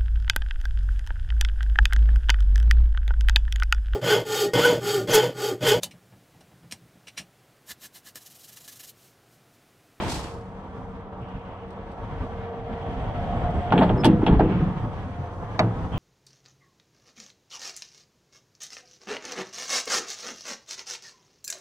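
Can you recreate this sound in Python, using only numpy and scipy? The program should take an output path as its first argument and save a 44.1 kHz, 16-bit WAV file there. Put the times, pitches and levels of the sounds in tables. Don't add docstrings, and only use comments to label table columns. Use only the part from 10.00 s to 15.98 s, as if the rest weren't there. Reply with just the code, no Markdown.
import sys
import numpy as np
from scipy import signal
from scipy.fft import irfft, next_fast_len
from scipy.io import wavfile
from scipy.ndimage import uniform_filter1d, minimum_filter1d

SR = 44100
rng = np.random.default_rng(int(sys.argv[2]) if len(sys.argv) > 2 else 0)


def file_out(sig):
    cols = np.atleast_2d(sig).T
    lim = np.clip(cols, -1, 1)
    pcm = np.round(lim * 32767).astype(np.int16)
    wavfile.write(sys.argv[1], SR, pcm)


N = 263718
TIME = np.arange(N) / SR

# f/Hz, correlation
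MIC_LIKENESS = [(25, .75), (60, .85), (130, .965), (300, .98), (640, .94), (1400, .62), (2400, .15),
                (4000, -.05), (8000, .05), (16000, .1)]
# f/Hz, relative level/dB
ENGINE_SPECTRUM = [(15, -33), (27, -6.5), (55, 1), (78, -3.5), (105, -5.5), (190, -11.5), (270, -9),
                   (360, -21), (450, -13.5), (600, -18), (930, -16), (1310, -21.5), (2000, -29),
                   (2560, -35.5), (3260, -36), (4040, -45), (9000, -59), (14000, -64.5), (15500, -86.5)]
# f/Hz, width/Hz, boost/dB
ENGINE_RESONANCES = [(109.5, 19, 8.5), (915, 35, 0), (3300, 130, 1.5), (6030, 160, 6.5), (7860, 75, 7)]
# t/s, rumble/dB, body/dB, clatter/dB, hiss/dB
ENGINE_LEVELS = [(.5, -43, -45, -57.5, -75.5), (.82, -38.5, -44, -57.5, -71),
                 (1.08, -42, -43.5, -59.5, -80), (1.3, -42, -42.5, -56.5, -75),
                 (1.8, -42.5, -43.5, -58, -76), (2.05, -38.5, -43, -54, -72.5),
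                 (2.25, -35.5, -40, -51, -67), (2.55, -35, -42.5, -52, -74.5),
                 (2.78, -34.5, -40.5, -50.5, -70), (3.35, -27, -36.5, -48, -66.5),
                 (4.6, -33, -36.5, -49, -68), (5.05, -39, -41, -53.5, -68),
                 (5.45, -37.5, -40.5, -55.5, -68), (5.9, -27.5, -37, -50, -63.5)]
# delay/s, gain
REFLECTIONS = [(.0055, .33), (.012, .2), (.027, .3)]
# f/Hz, width/Hz, far level/dB, swell/dB, nearest t/s, passing time/s
MACHINE_DRONES = [(89.3, 6.7, -54, 15.5, 4.3, 1.6), (110.3, 6.3, -52.5, 20.5, 4.79, 0.32),
                  (189.5, 16, -51, 8, 1.1, 0.42), (705, 180, -61, 24.5, 3.4, 1.34),
                  (708, 12, -65, 27.5, 3.5, .8), (708, 10, -65.5, 19.5, 5.2, .2),
                  (6000, 110, -99, 21, 5.4, .8), (7860, 30, -98, 19, 3.7, 0.73)]
# t/s, level/dB
HUM_LEVELS = [(.1, -52), (.35, -42.5), (.6, -52), (.85, -46), (1.3, -51), (1.6, -47.5), (1.85, -49),
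              (2.05, -49), (2.25, -42.5), (2.5, -38), (2.8, -39.5), (3.0, -48), (3.5, -43), (4.6, -45.5),
              (5.05, -56), (5.9, -52)]
# t/s, level/dB, centre f/Hz
SOFT_THUMPS = [(0.774, -30.5, 135), (1.204, -30, 110), (2.101, -27, 103), (2.69, -28, 203),
               (3.154, -22, 108.3), (3.481, -23.5, 152), (5.031, -26, 110), (5.177, -23.5, 115.4)]
# t/s, hold/s, level/dB, rasp f/Hz, rasp boost/dB
DOOR_SCRAPES = [(1.195, 0.41, -59.5, 2930, 6), (2.78, 1, -57.5, 3200, 13), (4.402, .17, -51.5, 2750, 9),
                (5.91, .1, -45.5, 3150, 14)]
# f/Hz, relative level/dB
SCRAPE_SPECTRUM = [(1200, -18), (2200, 3), (2800, 1.5), (3400, -3), (4000, -17), (6000, -23), (12000, -53)]
RUB_SPECTRUM = [(25, -23), (60, 1), (150, -8.5), (320, -2.5), (500, -10.5), (630, -8.5), (750, -9),
                (930, -5), (1400, -15.5), (2400, -18), (3300, -20), (6000, -41), (12000, -74)]
HISS_SPECTRUM = [(1200, -21), (2500, -5), (4500, 0.5), (6500, -4.5), (8400, -5.5), (10000, -12.5),
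                 (13000, -20), (16000, -31)]
# t/s, attack/s, hold/s, level/dB
EDGE_STROKES = [(0, 0.021, 0.058, -46), (0.07, 0.038, 0.018, -38)]
# t/s, level/dB
HARDWARE_TICKS = [(1.215, -68), (1.285, -64), (1.678, -66), (1.704, -57.5), (1.727, -65), (1.916, -60),
                  (3.224, -62), (3.504, -59)]
# f/Hz, relative level/dB, t60/s
LATCH_MODES = [(722, -11, .1), (1015, -9.5, 0.14), (1205, -5.5, 0.12), (1440, -9.5, .1), (1676, -9.5, .067),
               (1820, -10, .036), (2060, -8, 0.06), (2270, -4, 0.049), (2550, -7, .037), (3080, -18, .04),
               (3890, -5, 0.04), (4500, -7.5, 0.037), (4860, -13, 0.038), (5400, -15, .034),
               (5700, -14, 0.034), (6230, -19, .03), (6340, -19, .03), (6700, -20, .034),
               (7100, -19.5, .03), (7860, -28, .04), (8200, -26, .035)]
HOOK_MODES = [(1410, 5.5, 0.15), (1670, -0.5, 0.15), (1747, -1.5, 0.097), (2100, -4.5, .082),
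              (2342, -5, 0.067), (2540, -5.5, 0.1), (2780, -4.5, .15), (2970, -5.5, .1),
              (3050, -2.5, 0.063), (3200, -2, 0.11), (3380, -1.5, 0.083), (3780, -7.5, 0.11),
              (4100, -11, 0.097), (4187, -12.5, .1), (4500, -14, .07)]
ROD_MODES = [(628, 9, 0.077), (659.4, 8, 0.056), (728, 0.5, .05), (753, 1, .1), (835, -0.5, 0.11),
             (891.4, 1.5, 0.14), (1100, -7.5, .06), (1220, -14, .06), (1300, -14, .07), (1510, -12.5, .07),
             (1740, -17, .08), (2300, -21.5, .08)]
PANEL_MODES = [(44.3, -13, 0.28), (60, -13, 0.29), (112.2, -5.5, .7), (134.3, -8.5, 0.3),
               (157.9, -5.5, 0.39), (178.3, 0, 0.47), (205.4, -2.5, .34), (241.4, -2, 0.21),
               (276.3, -3, 0.37), (319.8, 1.5, 0.3), (379.5, -1, 0.27), (438.8, 2, 0.24),
               (488.2, -1.5, .35), (531, -11.5, 0.19)]
# f/Hz, relative level/dB
RATTLE_SPECTRUM = [(700, -22.5), (1300, 5), (2000, -7.5), (2600, 2), (3000, -4.5), (3300, 3.5),
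                   (3750, -7.5), (4400, -23), (5500, -30.5), (7000, -38.5), (8000, -37), (9000, -49.5),
                   (16000, -64.5)]
SNAP_SPECTRUM = [(1500, -26), (3500, 7), (4500, 4), (5800, -2.5), (7000, -11), (7700, -7.5), (8500, -0.5),
                 (9400, -21), (10300, -8), (12000, -23), (14000, -14), (16000, -39)]
# t/s, f/Hz, level/dB
SQUEAK_PATH = [(3.965, 5600, -85), (3.975, 5480, -66), (3.985, 5200, -62), (3.992, 5190, -55),
               (3.999, 5200, -55), (4.003, 5230, -45), (4.008, 5240, -45), (4.013, 5230, -40),
               (4.018, 5250, -49), (4.024, 5250, -65), (4.032, 5250, -100)]
# t/s, length/s, level/dB
HOOK_DRAGS = [(3.733, .125, -31), (4.222, .12, -32)]
# t/s, level/dB, f/Hz
PANEL_FLEXES = [(3.735, -15, 178), (3.775, -18, 65), (3.782, -18, 235), (3.831, -19, 178),
                (3.835, -25, 105), (4.042, -18, 112), (4.075, -13.5, 241), (4.085, -15.5, 321),
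                (4.13, -22, 206), (4.285, -18.5, 61), (4.31, -11.5, 61), (4.325, -14, 170),
                (4.335, -18, 275), (4.366, -13.5, 44), (4.402, -13.5, 437), (4.42, -21, 160),
                (4.545, -17.5, 165), (4.604, -15.5, 145), (4.70, -26, 112), (5.59, -18, 149),
                (5.628, -17.5, 112)]
# t/s, clank/dB, clank f/Hz, rattle/dB, rattle f/Hz, snap/dB, boom/dB, boom f/Hz
HOOK_BLOWS = [(3.705, -34, 700, -34.5, 2700, -72, -19, 218), (3.722, -11, 857, -19.5, 1600, -45, -14, 246),
              (3.753, -27, 1000, -37, 1500, -70, -17.5, 400),
              (3.777, -19.5, 850, -22.5, 2500, -64, -17.5, 239),
              (3.787, -25, 900, -29.5, 3600, -60, -20, 300),
              (3.809, -13.5, 860, -29, 1900, -69, -15.5, 178),
              (3.820, -10.5, 640, -32, 3000, -63, -29.5, 181),
              (3.829, -14.5, 686, -30, 4200, -45.5, -27, 177),
              (3.892, -15, 700, -32, 2600, -68, -16.5, 250),
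              (3.955, -31.5, 900, -47, 1500, -67, -20.5, 320),
              (4.035, -21, 800, -25, 2490, -55, -21.5, 200), (4.0446, -14, 830, -17, 3100, -30, -8.5, 242),
              (4.053, -16.5, 950, -25.5, 3300, -26, -13.5, 260),
              (4.218, -26.5, 850, -45, 2000, -62.5, -17.5, 266),
              (4.264, -16.5, 860, -21.5, 3100, -43, -15.5, 250),
              (4.279, -20, 840, -29.5, 3350, -54.5, -13.5, 294),
              (4.3933, -12.5, 760, -38, 1890, -48, -11, 299),
              (5.5915, -13.5, 750, -33, 2200, -41.5, -21, 170),
              (5.601, -16.5, 720, -50, 1500, -66, -24, 400), (5.623, -26, 740, -56, 1500, -60, -21.5, 149)]

DOOR_LAG_MS, HOOK_LAG_MS, SNAP_LAG_MS, LATCH_LAG_MS = .049, .045, .076, .148
PANEL_WIDTH_HZ, ROD_WIDTH_HZ, HOOK_WIDTH_HZ = 13, 32, 60


def gain_of(db):
    return 10 ** (np.asarray(db) / 20)


def unit_rms(x):
    return x / np.sqrt(np.mean(x ** 2) + 1e-20)


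def curve_at(points, hz):
    f, value = np.transpose(points)
    return np.interp(np.log(hz + 1), np.log(f + 1), value)


def fader(rows, column=1):
    rows = np.array(rows)
    return gain_of(np.interp(TIME, rows[:, 0], rows[:, column]))


def add(mix, s, sound):
    part = mix[:, round(s * SR):][:, :sound.shape[1]]
    part += sound[:, :part.shape[1]]


def wander(rate_hz):
    knots = rng.standard_normal(2000)
    return unit_rms(np.interp(TIME * rate_hz, np.arange(len(knots)), knots))


def decay(t, t60, rise):
    return (1 - np.exp(-2 * t / rise)) ** 2 * np.exp(-np.log(1000) * t / t60)


def envelope(start, attack, hold, fall_db_per_s):
    t = TIME - start
    onset = np.sin(np.pi / 2 * np.clip(t / attack, 0, 1)) ** 2
    return onset * gain_of(-fall_db_per_s * np.maximum(t - attack - hold, 0))


def hump(hz, centre_hz, octaves):
    distance = abs(np.log2((hz + 1) / centre_hz))
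    return -10 * np.log10(1 + (distance / octaves) ** 2) - 6 * np.maximum(distance - 1, 0)


def lowpass(hz, top_hz):
    return -10 * np.log10(1 + (hz / top_hz) ** 10)


def peak(x, centre, width):
    return 1 / (1 + (2 * (x - centre) / width) ** 2)


def resonances(modes, width_hz, hz):
    return 10 * np.log10(sum(gain_of(db) ** 2 * peak(hz, f, width_hz) for f, db, _ in modes))


def noise(colour_db, size=N, lag_ms=0, direct=0):
    padded = next_fast_len(size)
    hz = np.fft.rfftfreq(padded, 1 / SR)
    left, unrelated = np.exp(2j * np.pi * rng.random((2, len(hz))))
    likeness = np.clip(direct + (1 - direct) * curve_at(MIC_LIKENESS, hz), -1, 1)
    right = likeness * left + np.sqrt(1 - likeness ** 2) * unrelated
    pair = np.array([left * np.exp(-2j * np.pi * hz * lag_ms / 1000), right])
    return unit_rms(irfft(pair * gain_of(colour_db(hz)), padded)[:, :size])


def narrow_noise(centre_hz, width_hz):
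    return noise(lambda hz: 20 * np.log10(peak(hz, centre_hz, width_hz)))


def ring(modes, centre_hz, t, lag_ms, octaves, rise):
    hz, db, t60 = np.transpose(modes)[:, :, None]
    weights = gain_of(db + hump(hz, centre_hz, octaves))
    cycles = hz * rng.uniform(.992, 1.008, hz.shape) * t + rng.random(hz.shape)
    partials = weights * decay(t, t60, rise) * np.sin(2 * np.pi * cycles)
    wave = partials.sum(0) / np.linalg.norm(weights)
    return np.array([np.interp(t - lag_ms / 1000, t, wave), wave])


def engine():
    def colour(hz):
        peaks = sum(db * peak(hz, f, width) for f, width, db in ENGINE_RESONANCES)
        return curve_at(ENGINE_SPECTRUM, hz) + peaks

    def band(low_hz, high_hz, flutter_db):
        steady = noise(lambda hz: colour(hz) - 10 * np.log10(1 + (low_hz / (hz + 1)) ** 10)
                       + lowpass(hz, high_hz), lag_ms=.077)
        return steady * gain_of(flutter_db * (shared_flutter + wander(14)) / np.sqrt(2))

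    shared_flutter = wander(45)
    rumble = band(20, 294, flutter_db=3) * fader(ENGINE_LEVELS, 1)
    body = band(280, 1384, flutter_db=1.44) * fader(ENGINE_LEVELS, 2)
    clatter = band(1590, 4540, flutter_db=1.9) * fader(ENGINE_LEVELS, 3)
    hiss = band(4260, 12000, flutter_db=1) * fader(ENGINE_LEVELS, 4)
    idle = rumble + body + clatter + hiss
    heard = idle.copy()
    for delay, gain in REFLECTIONS:
        late = np.round((TIME - delay - .0003 * wander(1.2)) * SR).astype(int)
        heard += gain * idle[:, late % N]
    return heard


def drones():
    out = np.zeros((2, N))
    for hz, width_hz, far_db, swell_db, nearest_s, pass_s in MACHINE_DRONES:
        passing_db = far_db + swell_db * peak(TIME, nearest_s, 2 * pass_s)
        out += narrow_noise(hz, width_hz) * gain_of(passing_db + 1.5 * wander(15))
    return out


def hum(pitch_hz=463, waver_hz=4.5, flicker_db=1.6):
    tone = np.sin(2 * np.pi * np.cumsum(pitch_hz + waver_hz * wander(60)) / SR)
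    fuzzy = unit_rms(tone) + .65 * narrow_noise(pitch_hz, width_hz=30)
    return unit_rms(fuzzy * gain_of(flicker_db * wander(16))) * fader(HUM_LEVELS)


def thumps():
    t, out = np.arange(SR // 4) / SR, np.zeros((2, N))
    for s, db, centre_hz in SOFT_THUMPS:
        push = noise(lambda hz: 2 * hump(hz, centre_hz, octaves=.41), len(t))
        add(out, s, 1.32 * gain_of(db) * push * decay(t, t60=.2, rise=.017))
    return out


def scrape(rasp_width_hz=550, grain_db=2):
    out = np.zeros((2, N))
    for s, hold, db, rasp_hz, rasp_db in DOOR_SCRAPES:
        friction = noise(lambda hz: curve_at(SCRAPE_SPECTRUM, hz)
                         + rasp_db * peak(hz, rasp_hz, rasp_width_hz))
        out += friction * gain_of(db) * envelope(s, .028, hold, fall_db_per_s=149)
    return out * gain_of(grain_db * wander(200))


def glove(rub_db=-27, fade_db_per_s=47, buffet_db=-33):
    pressure = gain_of(rub_db - fade_db_per_s * TIME) * envelope(0, .00067, .28, fall_db_per_s=194)
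    rub = noise(lambda hz: curve_at(RUB_SPECTRUM, hz)) * pressure
    slide = sum(gain_of(db) * envelope(s, attack, hold, fall_db_per_s=102.5)
                for s, attack, hold, db in EDGE_STROKES)
    hiss = noise(lambda hz: curve_at(HISS_SPECTRUM, hz), direct=.19) * slide
    wind = noise(lambda hz: hump(hz, 79, octaves=.72) + lowpass(hz, 240), direct=-5)
    buffet = wind * gain_of(buffet_db) * envelope(0, .005, .086, fall_db_per_s=68)
    return (rub + hiss) * gain_of(1.1 * wander(181.5)) + buffet


def latch(click_s=5.592, click_db=-12):
    t, out = np.arange(SR // 4) / SR, np.zeros((2, N))
    click = ring(LATCH_MODES, 1800, t, LATCH_LAG_MS, octaves=3.2, rise=.00059)
    add(out, click_s, gain_of(click_db) * click)
    for s, db in HARDWARE_TICKS:
        tick = noise(lambda hz: curve_at(SNAP_SPECTRUM, hz), len(t))
        add(out, s, gain_of(db) * tick * decay(t, t60=.071, rise=.001))
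    return out


def zing(start_s=3.772, db=-61.5):
    band = narrow_noise(centre_hz=7780, width_hz=1000)
    return gain_of(db) * band * envelope(start_s, attack=.008, hold=.02, fall_db_per_s=170)


def squeak():
    s, hz, _ = np.transpose(SQUEAK_PATH)
    pitch = np.interp(TIME, s, hz) * (1 + .011 * wander(900))
    grip = gain_of(2.5 * wander(300))
    tone = unit_rms(np.sin(2 * np.pi * np.cumsum(pitch) / SR) * grip)
    return tone * fader(SQUEAK_PATH, 2) * (TIME > s[0]) * (TIME < s[-1])


def shudder(start_s=3.717, db=-25):
    rumble = noise(lambda hz: .6 * resonances(PANEL_MODES, PANEL_WIDTH_HZ, hz)
                   + hump(hz, 70, octaves=1) + lowpass(hz, 328), direct=.1)
    return gain_of(db) * rumble * envelope(start_s, attack=.26, hold=.64, fall_db_per_s=68.5)


def boom(db, centre_hz, octaves):
    t = np.arange(2 ** 15) / SR
    panel = ring(PANEL_MODES, centre_hz, t, DOOR_LAG_MS, octaves, rise=.0039)
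    push = noise(lambda hz: 1.25 * hump(hz, centre_hz, .58) + lowpass(hz, 2500), len(t), direct=.4)
    hollow = noise(lambda hz: resonances(PANEL_MODES, PANEL_WIDTH_HZ, hz)
                   + hump(hz, centre_hz, .88), len(t))
    return gain_of(db) * (panel + .7 * push * decay(t, .098, .0031) + .14 * hollow * decay(t, .98, .037))


def rod_clank(t, centre_hz):
    modes = ring(ROD_MODES, centre_hz, t, DOOR_LAG_MS, octaves=.081, rise=.00076)
    clash = noise(lambda hz: .38 * resonances(ROD_MODES, ROD_WIDTH_HZ, hz) + lowpass(hz, 4000)
                  + 1.1 * hump(hz, centre_hz, .81), len(t), DOOR_LAG_MS, direct=.22)
    return modes + clash * (.82 * decay(t, .065, .0045) + .082 * decay(t, .71, .014))


def hook_rattle(t, centre_hz):
    modes = ring(HOOK_MODES, centre_hz, t, HOOK_LAG_MS, octaves=.3, rise=.0017)
    clatter = noise(lambda hz: curve_at(RATTLE_SPECTRUM, hz) + hump(hz, centre_hz, .68)
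                    + .32 * resonances(HOOK_MODES, HOOK_WIDTH_HZ, hz), len(t), HOOK_LAG_MS, direct=.55)
    return .62 * modes + clatter * (.83 * decay(t, .041, .00086) + .04 * decay(t, .34, .022))


def contact_snap(t, db):
    top_hz = 4800 * 2 ** ((db + 48) / 10)
    snap = noise(lambda hz: curve_at(SNAP_SPECTRUM, hz) + lowpass(hz, top_hz),
                 len(t), SNAP_LAG_MS, direct=.32)
    crack = 1.8 * decay(t, t60=.0074, rise=.0004)
    return gain_of(db) * snap * (crack + 1.2 * decay(t, .057, .00081) + .016 * decay(t, .2, .01))


def strike(clank_db, clank_hz, rattle_db, rattle_hz, snap_db):
    t = np.arange(2 ** 14) / SR
    clank = gain_of(clank_db) * rod_clank(t, clank_hz)
    rattle = gain_of(rattle_db) * hook_rattle(t, rattle_hz)
    return clank + rattle + contact_snap(t, snap_db)


def chatter(contacts=8):
    out = np.zeros((2, N))
    for s, length, drag_db in HOOK_DRAGS:
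        for k in range(contacts):
            db = drag_db + rng.uniform(-7, 5)
            contact = strike(db, clank_hz=900, rattle_db=db - 9, rattle_hz=2000, snap_db=db - 35.5)
            add(out, s + length * (k + rng.random()) / contacts, contact)
    return out


def door(bounce_s=.0095, bounce_db=-10, recoil_s=.036, recoil_db=-7):
    out = np.zeros((2, N))
    for s, *steel, boom_db, boom_hz in HOOK_BLOWS:
        add(out, s, strike(*steel))
        add(out, s + bounce_s, gain_of(bounce_db) * strike(*steel))
        add(out, s + .008, boom(boom_db, boom_hz, octaves=.28))
        add(out, s + recoil_s, boom(boom_db + recoil_db, .67 * boom_hz, octaves=.24))
    for s, db, centre_hz in PANEL_FLEXES:
        add(out, s, boom(db, centre_hz, octaves=.07))
    return out


def scene():
    foreground = door() + chatter() + shudder() + latch() + squeak() + zing() + scrape() + glove()
    return foreground + thumps() + engine() + drones() + hum()


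def record(dry, ceiling=.63, top_hz=15700):
    allowed = np.minimum(1, ceiling / (abs(dry).max(0) + 1e-9))
    limited = dry * uniform_filter1d(minimum_filter1d(allowed, size=301), size=301)
    band_limit = signal.firwin(511, top_hz, window=("kaiser", 9), fs=SR)
    return signal.oaconvolve(limited, band_limit[None], "same")


dry = scene()
out = record(dry)
file_out(out)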